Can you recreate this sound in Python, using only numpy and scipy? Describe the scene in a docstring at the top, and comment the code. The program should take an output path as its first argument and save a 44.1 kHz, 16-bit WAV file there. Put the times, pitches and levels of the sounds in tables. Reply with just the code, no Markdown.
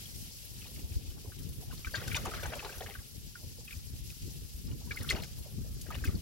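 """A small boat lies among reeds on a breezy marsh. From the start dry leaves rub and hiss, wind buffets both
microphone ports, and a few trapped bubbles plink by the hull. From about 2 to 3 s wavelets slap, tick and
gurgle against it, throwing a little spray. After a lull the water splashes again near 5 s, and once more
near 6 s, just as the hardest buffet thumps the ports."""
import sys
import numpy as np
from scipy import signal
from scipy.fft import rfft, irfft, next_fast_len
from scipy.io import wavfile

SR = 44100
rng = np.random.default_rng(int(sys.argv[2]) if len(sys.argv) > 2 else 0)


def inscribe(sig):
    """Save sig as 16-bit PCM at rate SR to the path in sys.argv[1].

    A 1-D sig is mono; a 2-D sig holds one channel per row.
    Samples are clipped to [-1, 1] before scaling.
    """
    pcm = np.round(np.clip(np.atleast_2d(sig).T, -1, 1) * 32767)
    wavfile.write(sys.argv[1], SR, pcm.astype(np.int16))


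N = 273890

# Wavelets hitting the hull: (time [s], level [dB], pitch [Hz])
SLAPS = [(.655, -55, 877), (.685, -54.5, 520), (0.771, -54, 467), (1.165, -57, 760), (1.246, -45.5, 388),
         (1.596, -50.5, 401), (1.625, -52, 698), (1.7, -52, 764), (1.938, -39, 568), (2.017, -43.5, 500),
         (2.154, -36.5, 888), (2.238, -43, 530), (2.262, -33.5, 735), (2.271, -42, 870),
         (2.276, -40.5, 436), (2.341, -42.5, 620), (2.427, -34.5, 540), (2.45, -36, 790), (2.521, -35, 595),
         (2.534, -40.5, 673), (2.556, -39.5, 550), (2.628, -41, 795), (2.648, -35.5, 862),
         (2.722, -48, 620), (2.806, -37, 732), (2.83, -44.5, 533), (2.88, -42, 750), (2.9, -47.5, 560),
         (3.428, -54.5, 500), (3.585, -53, 452), (4.688, -59, 855), (4.719, -59, 970), (4.812, -54.5, 756),
         (5.004, -46.5, 460), (5.099, -38, 410), (5.126, -36.5, 417), (5.143, -39, 340), (5.15, -37.5, 620),
         (5.166, -36.5, 371), (5.185, -46, 904), (5.198, -49, 586), (5.455, -52.5, 547), (5.58, -34, 202),
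         (5.647, -50.5, 443), (5.856, -50.5, 572), (5.909, -41.5, 916), (6.054, -36, 258)]


def slaps():
    """A wavelet smacks the hull: a splat of noise with the hollow tone of an air pocket."""
    return bursts(SLAPS, t60=0.075, octaves=0.41, grain_db=3.0, attack_s=0.00301, pan_db=1.0, hollow=0.34)


# Featured bubbles: (time [s], level [dB], pitch [Hz], splashy share [0-1])
BUBBLES = [(0.057, -47, 3180, 0.01), (.619, -47, 2660, 0.4), (.645, -51, 2480, 0.2), (.662, -52, 2890, 0.8),
           (.665, -59, 3650, .2), (.68, -54, 4050, .4), (.763, -53, 2600, 0.8), (0.791, -52, 2740, 0.6),
           (.922, -54, 2350, 0.7), (1.104, -52, 3010, 0.4), (1.178, -56, 1130, 0.3),
           (1.321, -48.5, 1500, 0.4), (1.386, -52, 3100, 0.9), (1.71, -46, 1515, 0.35),
           (1.718, -51, 2850, 0.6), (1.728, -60, 3670, .4), (1.7272, -47, 1045, 0.25),
           (1.7768, -48, 4300, 0.8), (1.8477, -37, 2340, 0.3), (1.847, -43.5, 1295, 0.25),
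           (1.871, -37.5, 1540, 0.3), (1.937, -43, 4520, 0.15), (1.9444, -26.5, 1600, 0.2),
           (1.956, -41.5, 3670, 0.4), (2.017, -44, 1490, 0.92), (2.035, -44, 2550, 0.7),
           (2.08, -38.5, 1510, 0.15), (2.116, -35.5, 2310, 0.6), (2.146, -26, 2410, 0.4),
           (2.162, -32, 2000, 0.76), (2.168, -36, 3590, 0.21), (2.17, -36.5, 1464, 0.45),
           (2.256, -34.5, 1050, 0.93), (2.317, -37.5, 1254, 0.04), (2.338, -34, 1490, 1),
           (2.395, -42, 1690, 0.5), (2.433, -38, 1470, 0.13), (2.437, -41, 2320, 0.2),
           (2.456, -35, 1510, 0.66), (2.523, -39.5, 1550, 0.9), (2.536, -40, 2670, 0.6),
           (2.593, -35.5, 2607, 0.34), (2.649, -39.5, 4050, 0.6), (2.661, -42.5, 1420, 0.3),
           (2.694, -39.5, 1575, 0.34), (2.725, -47.5, 2630, 0.5), (2.808, -45.5, 3400, 0.9),
           (2.821, -44, 1860, 0.6), (2.862, -42, 1730, 0.96), (2.87, -45, 2180, 0.6),
           (2.865, -48, 2930, 0.24), (2.9073, -42.5, 2190, 0.66), (2.941, -48, 2430, 0.7),
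           (2.952, -39.5, 1532, 0.23), (2.989, -50, 1620, 0.15), (3.3554, -41, 1440, 0.09),
           (3.68, -41.5, 2510, 0.14), (3.709, -44.5, 2320, 0.9), (3.728, -44, 2420, 0.03),
           (3.771, -50, 6070, 0.26), (4.103, -49, 2550, 0.5), (4.672, -49, 5050, 0.26),
           (4.714, -49.5, 2906, 0.4), (4.874, -52.5, 965, 0.07), (4.91, -36.5, 1660, 0.23),
           (4.913, -31.5, 2290, 0.14), (4.9461, -46, 5000, 0.4), (4.9594, -45, 1460, 0.35),
           (4.972, -34, 2094, 0.15), (5.0072, -44.5, 3890, 0.5), (5.013, -46, 1930, 0.4),
           (5.0464, -43, 1375, 0.25), (5.091, -28.5, 3240, 0.74), (5.101, -29, 4320, 0.6),
           (5.1086, -21.5, 2056, 0.17), (5.121, -52, 1420, 0.7), (5.15, -40, 2130, 0.8),
           (5.157, -38.5, 1390, 0.8), (5.159, -44.5, 4400, 0.3), (5.165, -43.5, 2860, 0.5),
           (5.186, -46, 2680, 0.9), (5.2, -46, 2600, 1), (5.223, -43.5, 4210, 0.5),
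           (5.2349, -42, 2120, 0.3), (5.866, -49, 1610, 0.9), (5.905, -39, 1245, 0.4),
           (5.924, -43, 2180, 1), (5.945, -40.5, 2890, 0.55), (5.952, -42, 1800, 0.7),
           (5.98, -53, 1300, 0.7), (5.986, -49, 2500, 0.3), (6.041, -35.5, 1580, 0.35),
           (6.0534, -38.5, 2540, 0.25), (6.0744, -39, 2140, 0.3), (6.124, -49.5, 1380, 0.9),
           (6.153, -47.5, 4470, 0.14)]


def bubbles(attack_s=0.0029, ring_s=0.031, octaves=0.31):
    """Trapped air rings as a sine that glides as the pocket changes shape, mixed with its splash."""
    out, white = np.zeros((2, N)), rng.standard_normal(N + SR)
    wobble = np.pad(from_db(1.5 * drift(110)), (0, SR))
    for (s, db, hz, splashy), (bend, side) in zip(BUBBLES, rng.standard_normal((len(BUBBLES), 2))):
        clean, i = 1 - splashy, round(s * SR)
        t60 = ring_s * (1 + 0.25 * clean) * (2000 / hz) ** 0.17   # clean, large bubbles ring longer
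        glide = 0.023 * bend + 0.26 * clean ** 7   # only the cleanest sink much in pitch
        shape = envelope(t60, attack_s, steepen=1.21)
        t = np.arange(len(shape)) / SR
        pitch = hz * (1 + glide * (from_db(-30 * t / t60) - .5))
        tone = np.sin(2 * np.pi * np.cumsum(pitch) / SR) * wobble[i:i + len(t)]
        splash = band_noise(white[i:i + len(t)], hz, octaves) / np.sqrt(2)
        sound = from_db(db) * shape * blend(tone, splash, splashy)
        add(out, s - attack_s, panned(sound, 1.5 + 1.5 * side))
    return out


# Flicks of spray: (time [s], level [dB], centre [Hz])
SPRAY = [(1.3911, -44.5, 11400), (1.4894, -45, 12000), (1.9065, -52, 6770), (1.952, -35, 4120),
         (2.0762, -36.5, 5300), (2.1275, -43, 7040), (2.1535, -31.5, 5500), (2.156, -51, 11500),
         (2.1647, -36, 6130), (2.167, -42, 12000), (2.2523, -39, 6500), (2.311, -45.5, 6300),
         (2.4303, -42, 7500), (2.4594, -46, 6170), (2.5525, -42, 6400), (2.782, -41.5, 9100),
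         (2.8373, -46, 7140), (4.0954, -44.5, 4870), (4.556, -46, 12500), (4.96, -42.5, 12500),
         (5.028, -41, 9250), (5.0804, -49, 6900), (5.101, -29, 6160), (5.2234, -45, 10500),
         (5.2375, -43.5, 4260), (5.3826, -43, 13500), (5.814, -40.5, 6900), (5.904, -43.5, 11400),
         (5.9494, -45.5, 11900), (6.0447, -37, 10800), (6.0644, -41, 5430)]


def spray():
    """Thrown water lands as a bright fizz with ringing droplets in it."""
    return bursts(SPRAY, t60=0.057, octaves=0.86, grain_db=3.5, attack_s=0.004, pan_db=3.5, droplets=0.27)


# Sharp accents on the hull: (time [s], level [dB], centre [Hz])
TICKS = [(2.2995, -41, 2000), (2.338, -39, 1500), (2.4345, -32, 1490), (2.458, -35, 1400),
         (2.5335, -30, 1000), (2.648, -32, 1090), (2.807, -38, 1000), (2.899, -35.5, 2300),
         (5.236, -35, 3000), (5.953, -31, 1880)]


def ticks():
    """A wavelet breaks on the hull with a short, wide-band tick."""
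    return bursts(TICKS, t60=0.01, octaves=0.9, grain_db=0, attack_s=0.0006, pan_db=1.5)


# Bed of chop between slaps: (time [s], gurgle level [dB], trickle level [dB])
SLOSH = [(0.0, -68.5, -87), (1.91, -68, -72), (1.97, -51, -47), (2.13, -60, -52.5), (2.45, -55, -50),
         (2.75, -57, -54), (2.85, -57, -65), (2.97, -72, -61.5), (3.3, -71.5, -98), (4.72, -74, -75),
         (4.95, -58.5, -70), (5.08, -65, -53), (5.24, -67.5, -72), (5.85, -70.5, -71), (6.09, -54.5, -52.5),
         (6.21, -67, -87)]


def slosh():
    """Large pockets gurgle after all but the deepest slaps; fine bubbles trickle after splashy ones."""
    gurgle_db, trickle_db = automation(SLOSH)
    gurgle = swarm(500, 366, 988, cycles=17.3, spread_db=3.0, swell_cycles=3.9)
    trickle = swarm(1800, 1150, 6500, cycles=40, spread_db=2.8, swell_cycles=20.5)
    hits = [(s, db) for s, db, hz in SLAPS if hz > 330]
    splashes = [(s, db + 10 * np.log10(max(splashy, .01))) for s, db, _, splashy in BUBBLES]
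    gurgle = widened(gurgle, share=0.077) * stirred(hits, gurgle_db, send_db=-12.5, t60=0.22)
    trickle = widened(trickle, share=0.27) * stirred(splashes, trickle_db, send_db=-10.5, t60=0.11)
    return panned(gurgle, 0.54) + panned(trickle, 1.0)


# Bands of the water that the housing cancels: (centre [Hz], width [Hz], depth [0-1])
HOUSING_NOTCHES = [(1050, 890, 0.25), (8200, 790, 1)]
# Phase shift around the housing: (frequency [Hz], left port's lead [rad])
HOUSING_PHASE = [(0, 0), (700, .4), (2300, 1.1), (3400, .7), (4800, 0), (6800, -1.0), (9000, 0), (16000, 0)]
# Early reflections off hull and water: (delay [s], level [dB])
REFLECTIONS = [(.0011, -16), (.0023, -16), (.0052, -18)]


def path_to_ports(water):
    """Water sound bends round the housing, notched and phase-shifted; thin reflections widen it."""
    for hz, width_hz, depth in HOUSING_NOTCHES:
        water = water - depth * signal.lfilter(*signal.iirpeak(hz, hz / width_hz, fs=SR), water)
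    size = next_fast_len(N)
    turn = np.exp(.5j * np.interp(np.arange(size // 2 + 1) * SR / size, *np.transpose(HOUSING_PHASE)))
    out = irfft(rfft(water, size) * np.array([turn, 1 / turn]), size)[:, :N]
    thin = filtered(water.mean(axis=0), 1, 500, "high")
    for k, (s, db) in enumerate(REFLECTIONS):
        add(out, s, thin * from_db(db) * (-1) ** k * np.array([[1], [-1]]))
    return out


# Hard hits of wind: (time [s], thump level [dB], flutter peak [dB], thump pitch [Hz])
BUFFETS = [(0.766, -40.5, -56, 77), (0.846, -34, -49, 71), (0.921, -33, -49, 84), (0.969, -30.5, -40.5, 71),
           (1.092, -35.5, -46, 70), (1.284, -35, -40.5, 89), (1.497, -38.5, -54, 73),
           (1.877, -32, -46, 64.4), (1.988, -33.5, -46.0, 103), (2.119, -36, -51, 85),
           (2.149, -33, -37.5, 76), (2.279, -34.5, -42.0, 63.6), (2.403, -37.5, -60, 95),
           (2.45, -36.5, -54, 90), (2.482, -35, -56, 65), (2.786, -37.5, -56.0, 77.6),
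           (2.992, -38.0, -57, 75), (3.447, -41, -53, 86), (3.774, -33.5, -53, 74), (3.939, -35.5, -69, 73),
           (4.279, -38, -47.5, 77), (4.422, -38.5, -46, 71), (4.554, -34.5, -59, 61),
           (4.712, -32.5, -48.0, 98), (4.755, -45, -46, 83), (4.846, -35.5, -51.5, 72),
           (5.01, -32.5, -45.5, 89), (5.144, -29, -41, 64), (5.411, -37.5, -44, 67), (5.711, -37, -58, 60),
           (5.891, -40.5, -40, 80), (5.978, -29, -48.5, 63), (6.031, -28.5, -49, 67.6),
           (6.087, -25.5, -34, 83.5), (6.14, -39, -47, 107), (6.193, -38, -53, 67.6)]


def buffets(half_width_s=0.011, crest_db=3):
    """Low swings of pressure, uneven between the ports: gives thumps, flutter lift and rumble ducking."""
    thumps, lift, dip = np.zeros((2, N)), np.zeros(N), np.zeros(N)
    t = np.arange(-3 * half_width_s, 3 * half_width_s, 1 / SR)
    bell = np.exp(-(t / half_width_s) ** 2)
    for s, thump_db, flutter_db, hz in BUFFETS:
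        turn, uneven = rng.standard_normal(2)
        phase = 2 * np.pi * (hz * t + turn)
        swing = np.sin(phase) + uneven * np.cos(phase) * [[1], [-1]]
        add(thumps, s + t[0], from_db(thump_db) * bell * swing)
        add(lift, s + t[0], from_db(flutter_db - crest_db) * bell)
        add(dip, s + t[0], bell)
    duck = 1 - 0.38 * np.minimum(dip, 1)   # the rumble dips under each thump so the thump stands clear
    return thumps, lift, duck


# Slow swell of the wind: (time [s], rumble level [dB], flutter level [dB])
WIND_SWELL = [(0.0, -49.5, -57.5), (0.41, -52.5, -65.5), (0.74, -48.5, -55.5), (1.87, -48, -58.5),
              (2.09, -43.5, -53), (2.32, -44.5, -55), (2.73, -50.5, -60), (3.18, -50.5, -61),
              (3.7, -51.5, -63), (3.89, -49, -62.5), (4.98, -45.5, -55), (5.4, -45, -60.5),
              (5.9, -43.5, -53.5), (6.1, -39, -50), (6.21, -45, -54)]
# Tone of the eddies: (frequency [Hz], relative level [dB])
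WIND_EQ = [(12, -42), (24, -16.5), (49, -3.5), (70, -6), (151, -9), (192, -14), (232, -14), (332, -19.5),
           (476, -27), (527, -32), (1200, -76), (1560, -91), (2640, -120)]


def wind(lump_db=2.5, gust_db=2.5, split_hz=167.6):
    """Eddies hit each port on its own, gusts hit both: lumpy rumble, flutter above it, and buffets."""
    thumps, lift, duck = buffets()
    rumble_gain, flutter_gain = from_db(automation(WIND_SWELL))
    lumps = np.array([drift(30.4), drift(31.0)])
    eddies = rng.standard_normal((2, N)) * from_db(lump_db * lumps + gust_db * drift(5))
    eddies = equalised(eddies, WIND_EQ)
    rumble = rumble_gain * duck * unit_mid(filtered(eddies, 3, split_hz, "low"))
    flutter = np.hypot(flutter_gain, lift) * unit_mid(filtered(eddies, 3, split_hz, "high"))
    return panned(rumble + thumps + flutter, 2.5)


# Breeze in the reed bed: (time [s], level [dB])
REED_SWELL = [(0.0, -47.5), (0.29, -48.5), (1.11, -52), (1.64, -52.5), (1.9, -50), (2.13, -48.5),
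              (2.45, -50), (2.72, -50.5), (2.94, -51.5), (4.03, -52), (4.2, -50), (4.76, -54),
              (4.93, -52.5), (5.1, -50), (5.43, -53), (5.66, -53.5), (6.21, -51.5)]
# Tone of the dry leaves: (frequency [Hz], relative level [dB])
REED_EQ = [(470, -19), (800, -16.5), (1520, -11.5), (2260, -8), (2770, -3), (3980, -2), (5240, 0.5),
           (8230, -4.5), (12100, 1), (15200, -7), (16000, 4.5)]


def reeds(near_share=0.22, lag_s=0.00038, flicker_db=1.3, crackle_db=-20.5):
    """Countless leaves rub into a wide hiss that flickers band by band; single leaves snap."""
    lag = round(lag_s * SR)   # the nearest reeds stand to the right, so the left hears them late
    near, *diffuse = rng.standard_normal((3, N))
    near = filtered(near, 2, 9000, "low")   # only the duller part has a direction
    white = blend(np.array(diffuse), np.array([np.roll(near, lag), near]), near_share)
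    size = next_fast_len(N)
    band = np.clip(np.log2(np.arange(1, size // 2 + 2) * SR / size / 1000).astype(int), 0, 3)
    spectrum, together, hiss = rfft(equalised(white, REED_EQ), size), drift(24), 0
    for k in range(4):   # split at 2, 4 and 8 kHz
        flicker = from_db(flicker_db * (drift(25.5) + 0.62 * together))
        hiss = hiss + irfft(spectrum * (band == k), size)[:, :N] * flicker
    snaps = swarm(150, 4255, 12900, cycles=59, spread_db=4.5, swell_cycles=17)
    crackle = from_db(crackle_db) * np.array([np.roll(snaps, lag), snaps])
    return (unit_mid(hiss) + crackle) * from_db(automation(REED_SWELL)[0])


def bursts(cues, t60, octaves, grain_db, attack_s, pan_db, droplets=0, hollow=0):
    """One decaying band of noise a cue, with optional shares of droplets and of a rising hollow tone."""
    out, white, shape = np.zeros((2, N)), rng.standard_normal(N + SR), envelope(t60, attack_s)
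    white[:N] *= from_db(grain_db * drift(160))
    if droplets:
        drops = swarm(2500, 3016, 14770, cycles=180, spread_db=8.0, swell_cycles=20)
        white[:N] = blend(white[:N], drops, droplets)
    t = np.arange(len(shape)) / SR
    for s, db, hz in cues:
        i = round(s * SR)
        noise = band_noise(white[i:i + len(t)], hz, octaves) / 2
        tone = np.sin(2 * np.pi * hz * t * (1 + 0.13 * t / t60))
        add(out, s - attack_s, panned(from_db(db) * shape * blend(noise, tone, hollow), pan_db))
    return out


def swarm(per_s, low_hz, high_hz, cycles, spread_db, swell_cycles):
    """Clusters of random pings of uneven size, each swelling and ringing at one of 18 pitches; rms 1."""
    sizes = from_db(spread_db * np.minimum(rng.exponential(1, N), 4)) * rng.choice([-1, 1], N)
    born = rng.random(N) < per_s * from_db(4.0 * drift(20)) / SR
    voice, out = rng.integers(0, 18, N), 0
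    for k, hz in enumerate(np.geomspace(low_hz, high_hz, 18)):
        kicks, w = sizes * born * (voice == k) + 1e-18, 2 * np.pi * hz / SR
        r = from_db(-60 * hz / (cycles * SR))
        ring = signal.lfilter([0, np.sin(w)], [1, -2 * r * np.cos(w), r * r], kicks)
        r = from_db(-60 * hz / (swell_cycles * SR))   # a second, wider resonance rounds the onset
        out = out + (1 - r * r) / 2 * signal.lfilter([1, 0, -1], [1, -2 * r * np.cos(w), r * r], ring)
    return unit_rms(out)


def stirred(cues, calm_db, send_db, t60):
    """Gain of stirred water: the calm level plus a dying swell at each cue; powers add."""
    power, shape = from_db(2 * calm_db), envelope(t60, attack_s=0.0065) ** 2
    for s, db in cues:
        add(power, s, from_db(2 * (db + send_db)) * shape)
    return np.sqrt(power)


def widened(x, share):
    """Part of a swarm sits elsewhere along the hull and reaches the ports in opposite phase."""
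    return blend(x, np.roll(x, N // 3) * [[1], [-1]], share)


def envelope(t60, attack_s, steepen=1.36):
    """A rounded attack and a decay that steepens; peak 1."""
    t = np.arange(int(SR * t60)) / SR
    shape = (1 - np.exp(-(t / attack_s) ** 2)) * from_db(-60 * (t / t60) ** steepen)
    return shape / shape.max()


def drift(hz):
    """Smooth random modulation: noise through a double one-pole low-pass; rms 1."""
    r = np.exp(-80 * np.pi * hz / SR)
    slow = signal.lfilter([1], [1, -2 * r, r * r], rng.standard_normal(N // 40 + 2002))[2000:]
    return np.interp(np.arange(N) / 40, np.arange(len(slow)), unit_rms(slow))


def automation(rows):
    """Breakpoints to curves, one value a sample."""
    s, *columns = np.transpose(rows)
    return [np.interp(np.arange(N) / SR, s, c) for c in columns]


def equalised(noise, eq):
    """Noise shaped by an EQ curve; rms 1."""
    size = next_fast_len(N)
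    hz, db = np.transpose(eq)
    grid = np.maximum(np.arange(size // 2 + 1) * SR / size, 1)
    gain = from_db(np.interp(np.log(grid), np.log(hz), db))
    return unit_rms(irfft(rfft(noise, size) * gain, size)[..., :N])


def band_noise(noise, hz, octaves):
    """Noise kept within some octaves either side of a centre; rms 1."""
    edges = np.clip([hz * 2 ** -octaves, hz * 2 ** octaves], 50, .45 * SR)
    return unit_rms(filtered(noise, 2, edges, "band"))


def filtered(x, order, hz, kind):
    """A flat low-, high- or band-pass."""
    return signal.sosfilt(signal.butter(order, hz, kind, fs=SR, output="sos"), x)


def blend(a, b, share):
    """Equal-power crossfade from a to b."""
    return np.sqrt(1 - share) * a + np.sqrt(share) * b


def panned(x, pan_db):
    """Stereo, with the left louder by pan_db."""
    return x * from_db([[pan_db / 2], [-pan_db / 2]])


def add(out, s, sound):
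    """Mix a sound in at s seconds."""
    i = round(s * SR)
    out[..., i:i + sound.shape[-1]] += sound[..., :N - i]


def from_db(db):
    """Decibels to gain."""
    return 10 ** (np.asarray(db) / 20)


def unit_rms(x):
    """Scale to rms 1."""
    return x / np.sqrt(np.mean(x ** 2) + 1e-20)


def unit_mid(x):
    """Scale a stereo pair so that its mid has rms 1."""
    return x / np.sqrt(np.mean(x.mean(axis=0) ** 2) + 1e-20)


def scene():
    """Water on the hull up front, over a bed of wind and reeds."""
    water = slaps() + spray() + ticks() + slosh() + bubbles()
    return path_to_ports(water) + wind() + reeds()


def record(dry):
    """The left port's cavity adds a broad presence lift; the top of both channels is cut steeply."""
    port_hz, width_hz, lift_db, cutoff_hz = 4050, 7300, 2.5, 15830
    cavity = signal.lfilter(*signal.iirpeak(port_hz, port_hz / width_hz, fs=SR), dry[0])
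    left = dry[0] + (from_db(lift_db) - 1) * cavity
    return signal.sosfilt(signal.ellip(14, .5, 70, cutoff_hz, fs=SR, output="sos"), [left, dry[1]])


dry = scene()
out = record(dry)
inscribe(out)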